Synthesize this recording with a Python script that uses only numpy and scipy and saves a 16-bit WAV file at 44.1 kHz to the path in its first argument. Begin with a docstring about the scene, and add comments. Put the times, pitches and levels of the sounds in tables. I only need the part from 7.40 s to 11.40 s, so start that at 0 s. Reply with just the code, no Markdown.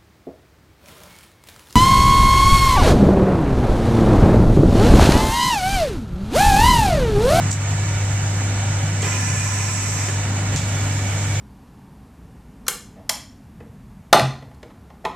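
"""Bag filling machine in a factory.

A valve spits once; later air vents for a second through a ringing pipe and shuts off with a puff.
Then a valve clacks open and a jet of liquid fizzes into the next bag.
Behind it: motor rumble, ventilation, a steady compressed-air leak and mains hum.
A gain control ducks the whole mix under the sharp hisses."""
import sys
import numpy as np
from scipy import signal
from scipy.fft import rfft, irfft
from scipy.io import wavfile
from scipy.ndimage import uniform_filter1d

SR = 44100
rng = np.random.default_rng(int(sys.argv[2]) if len(sys.argv) > 2 else 0)


def store_pcm(level_fs):
    """Save levels as 16-bit WAV."""
    pcm = np.round(np.clip(level_fs, -1, 1) * 32767).astype(np.int16)
    wavfile.write(sys.argv[1], SR, np.atleast_2d(pcm).T)


N = 176400
TIME = np.arange(N) / SR
BINS_HZ = np.fft.rfftfreq(N, 1 / SR)

# air rush (frequency [Hz], relative density [dB])
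VENT_SPECTRUM = [(300, -30), (900, -8.5), (2600, -8.5), (3300, -15.5), (5100, -10), (5550, -4.5),
                 (6200, -4), (7400, -0.5), (8050, -2.5), (8600, -8.5), (10300, -19), (11800, -20),
                 (15000, -32)]
# stereo width (frequency [Hz], side minus mid [dB])
VENT_SPREAD = [(200, -16), (1000, -5), (2200, -6.5), (4000, -1.5), (7000, 3), (9000, -2), (14000, 2)]
# pipe resonances (frequency [Hz], bandwidth [Hz], level [dB])
PIPE_LOW_MODES = [(1019, 21, -35), (1402, 30, -43), (1738, 21, -34.5), (2014, 16, -38), (2260, 13, -42.5),
                  (2430, 26, -35), (2602, 38, -41), (2900, 45, -45)]
PIPE_HIGH_MODES = [(5470, 81, -48), (5750, 110, -36), (5950, 20, -58), (6500, 20, -52), (7390, 22, -36.5),
                   (7870, 32, -37), (8240, 33, -49), (8900, 90, -53)]

def vent(start_s=1.617, stop_s=2.657, attack_s=0.033, release_s=0.093, swell_s=0.039, sag_db_per_s=8.5):
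    """Air rushes through a pipe; the low resonances swell, then fade as the pressure falls."""
    age = np.maximum(TIME - start_s, 0)
    flow = np.minimum(age / attack_s, 1) * np.exp(-np.maximum(TIME - stop_s, 0) / release_s)
    low_envelope = np.minimum(age / swell_s, 1) * amp(-sag_db_per_s * age)
    low_ring = low_envelope * resonances(PIPE_LOW_MODES, VENT_SPREAD)
    rush = amp(-32) * walls(noise(VENT_SPECTRUM, VENT_SPREAD, patchy_db=1.4), wet_db=-1)
    high_ring = resonances(PIPE_HIGH_MODES, VENT_SPREAD)
    return flow * (rush + low_ring + high_ring)


# valve and frame bursts (time [s], level [dB], decay [s])
SPIT_BURSTS = [(.107, -26, 0.0051), (.1125, -15.5, 0.0033), (.124, -19, 0.0094), (.137, -27, 0.016),
               (1.617, -24, 0.012)]
CLACK_BURSTS = [(3.160, -16, 0.0027), (3.166, -24, 0.049)]
PUFF_BURSTS = [(1.62, -23.5, 0.035), (1.655, -27, 0.044), (1.715, -29.5, 0.059), (2.68, -28, 0.019),
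               (3.118, -30.5, .05)]
THUD_BURSTS = [(.005, -25, 0.042), (.07, -30, 0.023), (3.135, -20, 0.061)]
# burst spectra (frequency [Hz], relative density [dB])
SPIT_SPECTRUM = [(500, -38), (3000, -18), (5000, -14), (5800, -7), (6900, -2), (7900, 0.5), (8600, -13),
                 (10500, -30.5), (12500, -31), (15000, -31)]
CLACK_SPECTRUM = [(300, -19), (1500, -13), (2500, -8), (3400, -6), (4200, -7), (5300, -6), (7400, -0.5),
                  (8500, -12), (10500, -25), (15000, -31)]
PUFF_SPECTRUM = [(100, -2), (330, 11.5), (800, 2.5), (1400, -1), (3100, 1.5), (3800, -8), (4400, -6.5),
                 (7000, -11), (10000, -23), (15000, -30)]
THUD_SPECTRUM = [(30, -9), (80, 1), (125, -7), (165, 11), (230, -21), (400, -34), (900, -70)]
# stereo width, valves and jet (frequency [Hz], side minus mid [dB])
VALVE_SPREAD = [(150, -24), (1000, -9), (4000, -6.5), (7500, -5), (14000, 2)]

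def valves():
    """Valves spit, clack and puff as they switch; the frame thuds."""
    spits = bursts(SPIT_BURSTS, attack_s=0.0036) * noise(SPIT_SPECTRUM, VALVE_SPREAD)
    clacks = bursts(CLACK_BURSTS, attack_s=0.0014) * noise(CLACK_SPECTRUM, VALVE_SPREAD)
    puffs = bursts(PUFF_BURSTS, attack_s=0.0073) * noise(PUFF_SPECTRUM, VALVE_SPREAD)
    thuds = bursts(THUD_BURSTS, attack_s=0.023) * noise(THUD_SPECTRUM, ROOM_SPREAD, fft_size=4096)
    return spits + clacks + puffs + thuds


# liquid jet (frequency [Hz], relative density [dB])
JET_SPECTRUM = [(200, 9), (500, -1), (1500, -10), (2700, -12), (3450, -8), (4500, -5), (7500, 3),
                (9500, -13), (12000, -13.5), (15000, -24)]
# bag resonances (frequency [Hz], bandwidth [Hz], level [dB])
BAG_MODES = [(1750, 120, -52), (2284, 76, -43), (3400, 170, -50)]

def filling(start_s=3.11, rise_s=0.022):
    """A jet of liquid hisses and rings in the bag."""
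    flow = np.clip((TIME - start_s) / rise_s, 0, 1)
    hiss = amp(-39.5 + 0.65 * drift(rate_hz=60)) * noise(JET_SPECTRUM, VALVE_SPREAD, patchy_db=-1.5)
    ring = resonances(BAG_MODES, VALVE_SPREAD) * amp(2 * drift(rate_hz=14))
    return flow * (hiss + ring)


# steady noises (frequency [Hz], relative density [dB])
RUMBLE_SPECTRUM = [(20, -33), (42, -13), (56, -18), (73, -2), (92, -15), (125, -1), (160, -2.5),
                   (205, -11.5), (260, -8.5), (310, -14.5), (420, -25), (600, -62)]
FAN_SPECTRUM = [(300, -13.5), (410, -7), (600, -0.5), (820, -1.5), (1100, -4), (1260, -5), (1370, -1.5),
                (1560, -5.5), (2150, -6), (2550, -9.5), (3000, -7.5), (3230, -15), (3480, -10), (4400, -19),
                (5800, -49)]
LEAK_SPECTRUM = [(3000, -27), (4400, -4), (5100, -4.5), (5750, -1), (6700, 0), (7700, 4), (8150, -3),
                 (8800, -9.5), (9600, -9), (10800, -23.5), (12700, -16.5), (15000, -28)]
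# housing resonances (frequency [Hz], bandwidth [Hz], level [dB])
HOUSING_MODES = [(503, 31, -49.5), (937, 26, -48.5), (1720, 130, -45), (2295, 54, -45), (2938, 90, -55)]
# stereo width, background and thuds (frequency [Hz], side minus mid [dB])
ROOM_SPREAD = [(60, -23), (120, -32), (260, -17), (520, -16), (1050, -7), (2300, -7), (3300, -1.5),
               (4800, 2.5), (6800, 7.5), (8200, 2), (10000, -4.5), (14500, -3)]

def factory():
    """Motors rumble, fans blow, compressed air leaks and the machine's housing rings."""
    rumble = amp(-30.5) * noise(RUMBLE_SPECTRUM, ROOM_SPREAD, patchy_db=1.6, fft_size=4096)
    fans = amp(-33 + 0.4 * drift(rate_hz=10)) * noise(FAN_SPECTRUM, ROOM_SPREAD, patchy_db=1)
    leak = amp(-39 + 0.064 * drift(rate_hz=28)) * noise(LEAK_SPECTRUM, ROOM_SPREAD, patchy_db=1.2)
    return rumble + walls(fans, wet_db=-9) + resonances(HOUSING_MODES, ROOM_SPREAD) + walls(leak, -8.5)


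# hum envelope (time [s], level [dB])
HUM_ENVELOPE = [(0, -21), (.7, -21), (1.5, -21.5), (2.0, -21.2), (2.5, -23.5), (3.0, -22), (3.4, -22.5),
                (4, -22)]
# hum partials (harmonic number, relative level [dB])
HUM_HARMONICS = [(1, -1), (2, -27.5), (3, -31)]

def mains_hum(pitch_hz=100.03, wobble_db=0.64):
    """Three harmonics of mains hum with a fluttering level."""
    level = amp(np.interp(TIME, *np.transpose(HUM_ENVELOPE)) + wobble_db * drift(rate_hz=38))
    tone = sum(amp(db) * np.sin(2 * np.pi * (k * pitch_hz * TIME + rng.random()))
               for k, db in HUM_HARMONICS)
    return level * unit(tone)


# motor tones (frequency [Hz], rms deviation [Hz], level [dB])
MOTOR_TONES = [(43.4, 3.4, -46), (147.7, 4.33, -36), (591.4, 9.6, -54.5)]

def motors():
    """Motor tones waver in pitch and level."""
    out = 0
    for hz, deviation_hz, db in MOTOR_TONES:
        cycles = np.cumsum(hz + deviation_hz * drift(rate_hz=14.3)) / SR
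        out += amp(db) * unit(np.sin(2 * np.pi * cycles) * amp(1.7 * drift(rate_hz=5.8)))
    return out


def walls(x, wet_db, decay_s=0.022):
    """Short reflections in the steel enclosure ripple the spectrum of a hiss."""
    t = np.arange(4096) / SR
    tail = rng.standard_normal((2, len(t))) * np.exp(-t / decay_s)
    response = ((t == 0) + amp(wet_db) * tail / np.linalg.norm(tail[0])) / np.hypot(1, amp(wet_db))
    mid_side = np.array([x[0] + x[1], x[0] - x[1]]) / 2
    mid, side = signal.fftconvolve(mid_side, response, axes=1)[:, :N]
    return np.array([mid + side, mid - side])


def noise(spectrum, spread, patchy_db=0, fft_size=1024):
    """Coloured stereo noise with turbulent patches; mid rms 1."""
    hz = np.fft.rfftfreq(fft_size, 1 / SR)
    frames = N * 4 // fft_size + 5
    mid_re, mid_im, side_re, side_im, patches = rng.standard_normal((5, frames, len(hz)))
    patches = uniform_filter1d(patches, size=8, axis=0)
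    patches = unit(uniform_filter1d(patches, size=12, axis=1))
    bins = np.array([mid_re + 1j * mid_im, (side_re + 1j * side_im) * amp(lookup(spread, hz))])
    bins *= amp(lookup(spectrum, hz) + patchy_db * patches)
    mid, side = signal.istft(bins.swapaxes(1, 2), nperseg=fft_size, noverlap=fft_size * 3 // 4)[1][:, :N]
    return np.array([mid + side, mid - side]) / np.std(mid)


def resonances(modes, spread):
    """Turbulence ringing in narrow resonances."""
    out = np.zeros((2, N))
    for centre_hz, band_hz, db in modes:
        response = (1 + 1j * (BINS_HZ - centre_hz) / band_hz) ** -2
        mid, side = (unit(irfft(rfft(x) * response, N)) for x in rng.standard_normal((2, N)))
        side *= amp(lookup(spread, centre_hz))
        out += amp(db) * unit(np.array([mid + side, mid - side]))
    return out


def bursts(rows, attack_s):
    """Envelope of bursts summed in power: linear rise, exponential decay."""
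    power = 0
    for start_s, db, decay_s in rows:
        age = np.maximum(TIME - start_s, 0)
        shape = np.minimum(age / attack_s, 1) * np.exp(-np.maximum(age - attack_s, 0) / decay_s)
        power += (amp(db) * shape) ** 2
    return np.sqrt(power)


def drift(rate_hz):
    """Slow random motion, rms 1."""
    return unit(irfft(rfft(rng.standard_normal(N)) * np.exp(-(BINS_HZ / rate_hz) ** 2), N))


def lookup(table, hz):
    """Interpolation on a log-frequency axis."""
    knots_hz, values = np.transpose(table)
    return np.interp(np.log(hz + 1), np.log(knots_hz + 1), values)


def amp(db):
    """Decibels to gain."""
    return 10 ** (np.asarray(db) / 20)


def unit(x):
    """Scales to rms 1."""
    return x / np.sqrt(np.mean(x ** 2) + 1e-20)


# stereo balance (frequency [Hz], left minus right [dB])
BALANCE = [(100, 0.18), (600, .5), (1300, -2.5), (2450, -6), (3000, -4), (3500, 0.5), (4500, 1.6),
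           (5400, 0), (6200, -2.5), (7600, -2.5), (8600, -2), (10000, -3.5), (12500, -3)]

def scene():
    """All sources, leaning left or right by frequency."""
    mix = mains_hum() + motors() + factory() + vent() + valves() + filling()
    lean_db = lookup(BALANCE, BINS_HZ) / 2
    return irfft(rfft(mix) * amp([lean_db, -lean_db]), N)


AGC_SENSE_HZ, AGC_THRESHOLD_DB, AGC_SLOPE, AGC_RECOVERY_DB_PER_S = 3520, -29.5, 0.4, 57
BAND_LIMIT_HZ = 15150

def record(dry):
    """Gain control keyed by treble, then the band limit."""
    treble = signal.sosfilt(signal.butter(2, AGC_SENSE_HZ, "high", fs=SR, output="sos"), dry)
    treble_db = 10 * np.log10(abs(uniform_filter1d((treble ** 2).mean(0), size=300)) + 1e-12)
    recovery_db = TIME * AGC_RECOVERY_DB_PER_S
    held_db = np.maximum.accumulate(treble_db + recovery_db) - recovery_db
    over_db = np.maximum(held_db - AGC_THRESHOLD_DB, 0)
    ducked = dry / amp(AGC_SLOPE * uniform_filter1d(over_db, size=200))
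    lowpass = signal.firwin(511, BAND_LIMIT_HZ, window=("kaiser", 9), fs=SR)
    return signal.oaconvolve(ducked, lowpass[None], "same")


dry = scene()
out = record(dry)
store_pcm(out)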